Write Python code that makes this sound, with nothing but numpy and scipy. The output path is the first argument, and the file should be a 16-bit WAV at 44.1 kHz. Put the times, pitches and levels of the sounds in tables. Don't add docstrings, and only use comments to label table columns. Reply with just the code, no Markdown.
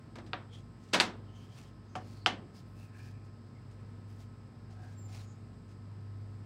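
import sys
import numpy as np
from scipy import signal
from scipy.fft import rfft, irfft, next_fast_len
from scipy.io import wavfile
from scipy.ndimage import map_coordinates

SR = 44100
rng = np.random.default_rng(int(sys.argv[2]) if len(sys.argv) > 2 else 0)


def master(y):
    cut = np.clip(np.atleast_2d(y).T, -1, 1)
    pcm = np.round(cut * 32767)
    wavfile.write(sys.argv[1], SR, pcm.astype(np.int16))


N = 284577

# (frequency [Hz], level [dB rms])
HUM_TONES = [(52, -70), (54, -63.5), (80.7, -67), (117.1, -63), (131.2, -62.5), (234.2, -63), (350.6, -74),
             (420.6, -73), (465, -78), (935.3, -88), (1052.4, -75.5), (1285.9, -75), (1755, -83.5),
             (5146, -89.5), (5206, -86)]
# (frequency [Hz], relative density [dB per Hz])
AIR_COLOUR = [(28, -27.5), (52, -9), (68, -13), (110, 2.5), (190, -1), (290, -6.5), (400, -14.5),
              (650, -17.5), (1600, -24.5), (2400, -30), (3400, -35), (4700, -33.5), (6300, -43.5),
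              (9500, -50), (12500, -54)]
# (centre [Hz], half-width at 1/3 gain [Hz], mean level [dB rms])
WHINE_BANDS = [(4906, 350, -83), (7930, 720, -83)]
# (time [s], level [dB], thump [dB], crack [dB], fizz [dB],
# direct snap [dB], table ring [dB], favoured table pitch [Hz], hand damping, sign ignored [dB/s])
SIDE_KNOCKS = [(.1564, -10.5, 9, -8.5, -3.5, -2.5, -3, 560, 200),
               (.183, -12.5, 10, -7, -7, -25, 2, 560, 202), (.263, -26, 8, 3.5, 7.5, -14, -8, 560, 200),
               (.3328, 2.5, -7.5, -7.5, -25.5, 6, 5, 562, 146), (.9305, -1, -1, -2, 1, -11, -9.5, 745, 0),
               (.934, 11, 5, -1.5, 4.5, -8.5, -2.5, 247, 0), (.9425, 12, -4, -0.5, 1, -11, 0, 947, 0),
               (1.0004, 10, -4.5, 2.5, 1, 4, -6, 745, 0), (1.0058, 8, -6, -1, 6, -1, 3, 745, -1)]
CROSS_KNOCKS = [(1.9538, 1.5, 4, -12, 1, -1.5, 4.5, 745, 103), (2.2612, 13, 0, 0, 2.6, 3, 2, 830, 82),
                (3.712, -36.5, 0, 0.5, 25, 1, -10.5, 745, 200)]
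# (centre [Hz], full width at 1/3 gain [Hz], level [dB])
SIDE_SNAP_PEAKS = [(1376, 890, -4), (2702, 858, -1.5), (3716, 630, -2.5), (4524, 677, -0.5),
                   (7700, 2730, -19)]
CROSS_SNAP_PEAKS = [(1360, 840, -1), (2614, 540, -0.5), (3105, 460, 1), (4950, 560, -9),
                    (7000, 2240, -37.5)]
# (frequency [Hz], level [dB])
SIDE_RAIL_COLOUR = [(90, -29), (200, 2.5), (530, 0), (750, 1.5), (1030, 1), (1550, 2), (2100, -1),
                    (2700, -2), (3250, -2), (3750, -1.5), (4650, -5.5), (6300, -12), (8500, -20),
                    (14000, -37)]
CROSS_RAIL_COLOUR = [(90, -22.5), (200, 2), (550, -5), (780, -1), (1000, -3.5), (1400, -4), (2150, -4),
                     (2600, -6), (3100, -1), (3900, -9.5), (4900, -11), (6500, -19.5), (10000, -34.5),
                     (14000, -51.5)]
# (frequency [Hz], level [dB], t60 [s])
SIDE_MODES = [(1243, -56.5, 0.14), (1515, -48, 0.16), (1654, -49.5, 0.15), (1744, -49, 0.2),
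              (2090, -50, .15), (2360, -61.5, .14), (2783, -56, .12), (3563, -53.5, .15),
              (3653, -55.5, .15), (4027, -54.5, .12), (5660, -69, .15), (5819, -59.5, .15),
              (8070, -67, 0.16), (8060, -64.5, .14)]
CROSS_MODES = [(1079, -56.5, 0.18), (1265, -50.5, .16), (1307, -57.5, .16), (1350, -58.5, 0.1392),
               (1485, -55.5, .14), (1791, -50, .3), (2110, -52, .22), (2530, -54, 0.16), (2959, -51, 0.23),
               (3083, -58, .12), (3187, -52, 0.119)]
# (frequency [Hz], level [dB], t60 [s])
TABLE_MODES = [(175.7, -61.5, .35), (214, -61, .3), (290, -59, .3), (333.3, -53.5, 0.24), (568, -56.5, 0.3),
               (638, -59, .15), (693, -55, .2), (743, -45, 0.19), (802, -56, .2), (857, -53.5, 0.17),
               (956, -54, 0.24), (1155, -48, .18)]
# (frequency [Hz], t60 [s])
SHOP_T60 = [(120, .65), (300, 0.8), (700, 0.4), (1500, 0.31), (3500, 0.25), (8000, 0.19), (14000, .15)]
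# (middle [s], length, two sigma [s], frequency [Hz], level at middle [dB rms])
CHAFES = [(0.227, 0.19, 321, -57.5), (0.552, 0.056, 3300, -60), (1.37, 0.12, 3080, -69.5),
          (1.374, 0.067, 6300, -75), (1.508, 0.29, 3130, -72), (1.593, 0.022, 2670, -62),
          (1.923, 0.056, 6300, -74), (2.19, 0.24, 4400, -70.5), (2.577, 0.044, 5000, -65),
          (2.824, .08, 2580, -71), (3.061, .07, 5050, -72), (3.017, 0.16, 1690, -67),
          (3.044, 0.24, 2450, -71), (3.56, 0.063, 2130, -76), (4.79, 0.12, 744, -63),
          (4.814, 0.18, 1610, -68), (5.14, 0.12, 750, -66.5), (5.204, 0.031, 4000, -63),
          (5.293, 0.11, 6850, -72)]
# (start [s], length [s], rub [dB], fine hiss [dB])
SLIDES = [(0.505, 0.11, -66, -86), (.78, 0.19, -70, -87), (1.327, 0.17, -70, -82),
          (1.477, 0.24, -65.5, -80), (1.559, 0.038, -71.5, -83), (1.985, 0.27, -66.5, -78.5),
          (2.528, 0.096, -67, -79), (2.649, 0.11, -86.5, -82), (2.745, .15, -70, -77),
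          (2.918, 0.232, -66.5, -77), (3.235, 0.047, -76, -91), (4.062, 0.16, -74, -82),
          (4.185, 0.063, -68, -79.5), (4.69, 0.065, -70, -87), (4.77, 0.22, -70.5, -84.5),
          (5.072, 0.19, -59.5, -73.5), (5.674, 0.053, -69, -87)]
# (frequency [Hz], level [dB])
RUB_COLOUR = [(400, -19), (740, 7), (1000, -0.5), (1650, -1), (2500, 1), (3400, -2), (4500, 0.5),
              (7000, -4), (9500, -11), (12000, -31)]
SKIN_COLOUR = [(5000, -33), (9000, 1.5), (12000, -3), (15000, -0.5), (16000, -4)]

DRONE_HZ, DRONE_START_DB, DRONE_GROWTH_DB_PER_S = 100.8, -54.5, 1.23
BEAT_START_HZ, BEAT_SLOWING_HZ_PER_S, BEAT_DB = 1.255, .064, -7
STROKE_RISE_SHARE, STROKE_FALL_SHARE, STROKE_TAIL_S = 0.31, .3, 0.048
SQUEAK_START_S, SQUEAK_LENGTH_S, SQUEAK_DB = 4.94, .16, -63
TOP_HZ = 15800


def amp(db):
    return 10 ** (np.asarray(db) / 20)


def unit(x):
    return x / np.sqrt(np.mean(x ** 2) + 1e-20)


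def along(points, hz):
    f, v = np.transpose(points)
    return np.interp(np.log(hz + 1), np.log(f + 1), v)


def wobble(knots_per_s):
    knots = rng.standard_normal(int(N * knots_per_s / SR) + 4)
    return map_coordinates(knots, [np.arange(N) * knots_per_s / SR])


def filtered(x, response):
    size = next_fast_len(N + SR // 2)
    return irfft(rfft(x, size) * response(np.fft.rfftfreq(size, 1 / SR)), size)[:N]


def noise(colour):
    return unit(filtered(rng.standard_normal(N), lambda hz: amp(along(colour, hz))))


def hump(hz, centre_hz, width_hz):
    return 1 / (1 + 2 * ((hz - centre_hz) / width_hz) ** 2)


def band(centre_hz, width_hz):
    return unit(filtered(rng.standard_normal(N), lambda hz: hump(hz, centre_hz, width_hz)))


def tone(hz, drift_rad):
    turns = hz * np.arange(N) / SR + rng.random()
    return np.sqrt(2) * np.sin(2 * np.pi * turns + drift_rad * wobble(2))


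def drone(waver_db):
    t = np.arange(N) / SR
    turns = DRONE_HZ * t + rng.random()
    beats = BEAT_START_HZ * t - BEAT_SLOWING_HZ_PER_S * t ** 2 / 2
    pair = np.sin(2 * np.pi * turns) - amp(BEAT_DB) * np.sin(2 * np.pi * (turns + beats))
    level_db = DRONE_START_DB + DRONE_GROWTH_DB_PER_S * t + waver_db * wobble(9)
    return amp(level_db) * unit(pair)


def machine():
    tones = sum(amp(db) * tone(hz, drift_rad=0.6) for hz, db in HUM_TONES)
    whine = sum(amp(db + 1.2 * wobble(3)) * band(hz, width) for hz, width, db in WHINE_BANDS)
    air = amp(-55.0 + .6 * wobble(4.4)) * noise(AIR_COLOUR)
    return drone(waver_db=1) + tones + whine + air


def pulse(colour_db, size=4096):
    cepstrum = irfft(np.log(amp(colour_db(np.fft.rfftfreq(size, 1 / SR))) + 1e-6))
    cepstrum[1:size // 2] *= 2
    cepstrum[size // 2 + 1:] = 0
    return irfft(np.exp(rfft(cepstrum)))


def dispersed(x, lag_s):
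    hz = np.fft.rfftfreq(len(x), 1 / SR)
    return irfft(rfft(x) * np.exp(-4j * np.pi * lag_s * np.sqrt(1000 * hz)))


def ringing(modes, t, drive_db):
    ring = np.zeros(len(t))
    for hz, db, t60_s in modes:
        gain = amp(db + drive_db(hz) + rng.normal(0, 1.2))
        decay = np.exp(-np.log(1000) * t / t60_s)
        ring += gain * decay * np.sin(2 * np.pi * (hz * t + rng.random()))
    return ring


def plate(t, t60_s, spread_db, count=110):
    pitch, size, phase = rng.random(count), rng.standard_normal(count), rng.random(count)
    hz = 1800 + 110 * (np.arange(count) + pitch)
    tones = amp(spread_db * size) @ np.sin(2 * np.pi * (np.outer(hz, t) + phase[:, None]))
    return unit(tones) * np.exp(-np.log(1000) * t / t60_s)


def answer(near_t60_s, near_db, plate_db, far_db, onset_s, size=256):
    t = np.arange(SR // 2) / SR
    hz, frames_s, z = signal.stft(rng.standard_normal(len(t)), SR, nperseg=size)
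    far_decay = amp(-60 * frames_s / along(SHOP_T60, hz)[:, None])
    far = signal.istft(z * far_decay, SR, nperseg=size)[1][:len(t)]
    near = rng.standard_normal(len(t)) * amp(-60 * t / near_t60_s)
    iron = plate(t, t60_s=.14, spread_db=3.5)
    mix = amp(near_db) * near + amp(plate_db) * iron + amp(far_db) * far
    return mix * (1 - np.exp(-(t / onset_s) ** 2))


def add(track, start_s, sound):
    part = track[round(start_s * SR):][:len(sound)]
    part += sound[:len(part)]


def knocks(rows, snap_peaks, rail_colour, modes, baffle_hz):
    out, t = np.zeros(N), np.arange(SR // 2) / SR

    def snap_gain(hz):
        peaks = sum(amp(db) * hump(hz, centre, width / 2) for centre, width, db in snap_peaks)
        return peaks * (hz + 1) / np.hypot(hz, baffle_hz)

    for s, db, thump_db, crack_db, fizz_db, snap_db, ring_db, spot_hz, grip_db_per_s in rows:
        contact_points = [(300, thump_db), (1200, 0.00069), (3600, crack_db), (8000, fizz_db)]
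        contact = lambda hz: along(contact_points, hz)
        snap = pulse(lambda hz: 20 * np.log10(snap_gain(hz)) + contact(hz))
        body = pulse(lambda hz: along(rail_colour, hz) + contact(hz))
        room = answer(near_t60_s=.06, near_db=-26.0, plate_db=-37.0, far_db=-34.5, onset_s=0.0018)
        echoes = signal.fftconvolve(body, room)
        rail_ring = ringing(modes, t, contact)
        table_ring = ringing(TABLE_MODES, t, lambda hz: ring_db + 7 * hump(hz, spot_hz, 70))
        choke = amp(-abs(grip_db_per_s) * t)
        ring = (rail_ring + table_ring) * choke * (1 - np.exp(-t / .005))
        add(out, s, amp(db + snap_db) * dispersed(snap, lag_s=.0005))
        add(out, s, amp(db) * echoes)
        add(out, s, amp(db) * ring)
    return out


def chafes(width_share, rough_db):
    t = np.arange(N) / SR
    swells = np.zeros(N)
    for middle_s, length_s, hz, db in CHAFES:
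        swell = np.exp(-2 * ((t - middle_s) / length_s) ** 2)
        swells += amp(db) * swell * band(hz, width_share * hz)
    return swells * unit(amp(rough_db * wobble(50)))


def stroke(start_s, length_s):
    t = np.arange(N) / SR - start_s
    rise = np.clip(t / (STROKE_RISE_SHARE * length_s), 0, 1)
    fall_s = STROKE_FALL_SHARE * length_s + STROKE_TAIL_S
    fall = np.clip((length_s + STROKE_TAIL_S - t) / fall_s, 0, 1)
    return rise * fall ** 2


def slides(rough_db, catch_db):
    grain = unit(amp(rough_db * wobble(400) + catch_db * wobble(45)))
    rub, hiss = grain * noise(RUB_COLOUR), grain * noise(SKIN_COLOUR)
    out = np.zeros(N)
    for start_s, length_s, rub_db, hiss_db in SLIDES:
        out += stroke(start_s, length_s) * (amp(rub_db) * rub + amp(hiss_db) * hiss)
    return out


def squeak(start_hz, end_hz):
    ends_s = [SQUEAK_START_S, SQUEAK_START_S + SQUEAK_LENGTH_S]
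    glide_hz = np.interp(np.arange(N) / SR, ends_s, [start_hz, end_hz])
    phase = 2 * np.pi * np.cumsum(glide_hz * (1 + .006 * wobble(500))) / SR
    level = stroke(SQUEAK_START_S, SQUEAK_LENGTH_S) * amp(SQUEAK_DB + 3.5 * wobble(70))
    return level * (np.sin(phase) + amp(-18) * np.sin(2 * phase))


def scene():
    side = knocks(SIDE_KNOCKS, SIDE_SNAP_PEAKS, SIDE_RAIL_COLOUR, SIDE_MODES, baffle_hz=400)
    cross = knocks(CROSS_KNOCKS, CROSS_SNAP_PEAKS, CROSS_RAIL_COLOUR, CROSS_MODES, baffle_hz=301.3)
    friction = chafes(width_share=0.089, rough_db=3.0) + slides(rough_db=2, catch_db=1.3)
    return (machine() + side + cross + friction + squeak(start_hz=7470, end_hz=7220))[None]


def record(dry):
    highpass = signal.butter(6, 42, "highpass", fs=SR, output="sos")
    x = signal.sosfilt(highpass, dry[0])
    return filtered(x, lambda hz: hz < TOP_HZ)[None]


dry = scene()
out = record(dry)
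master(out)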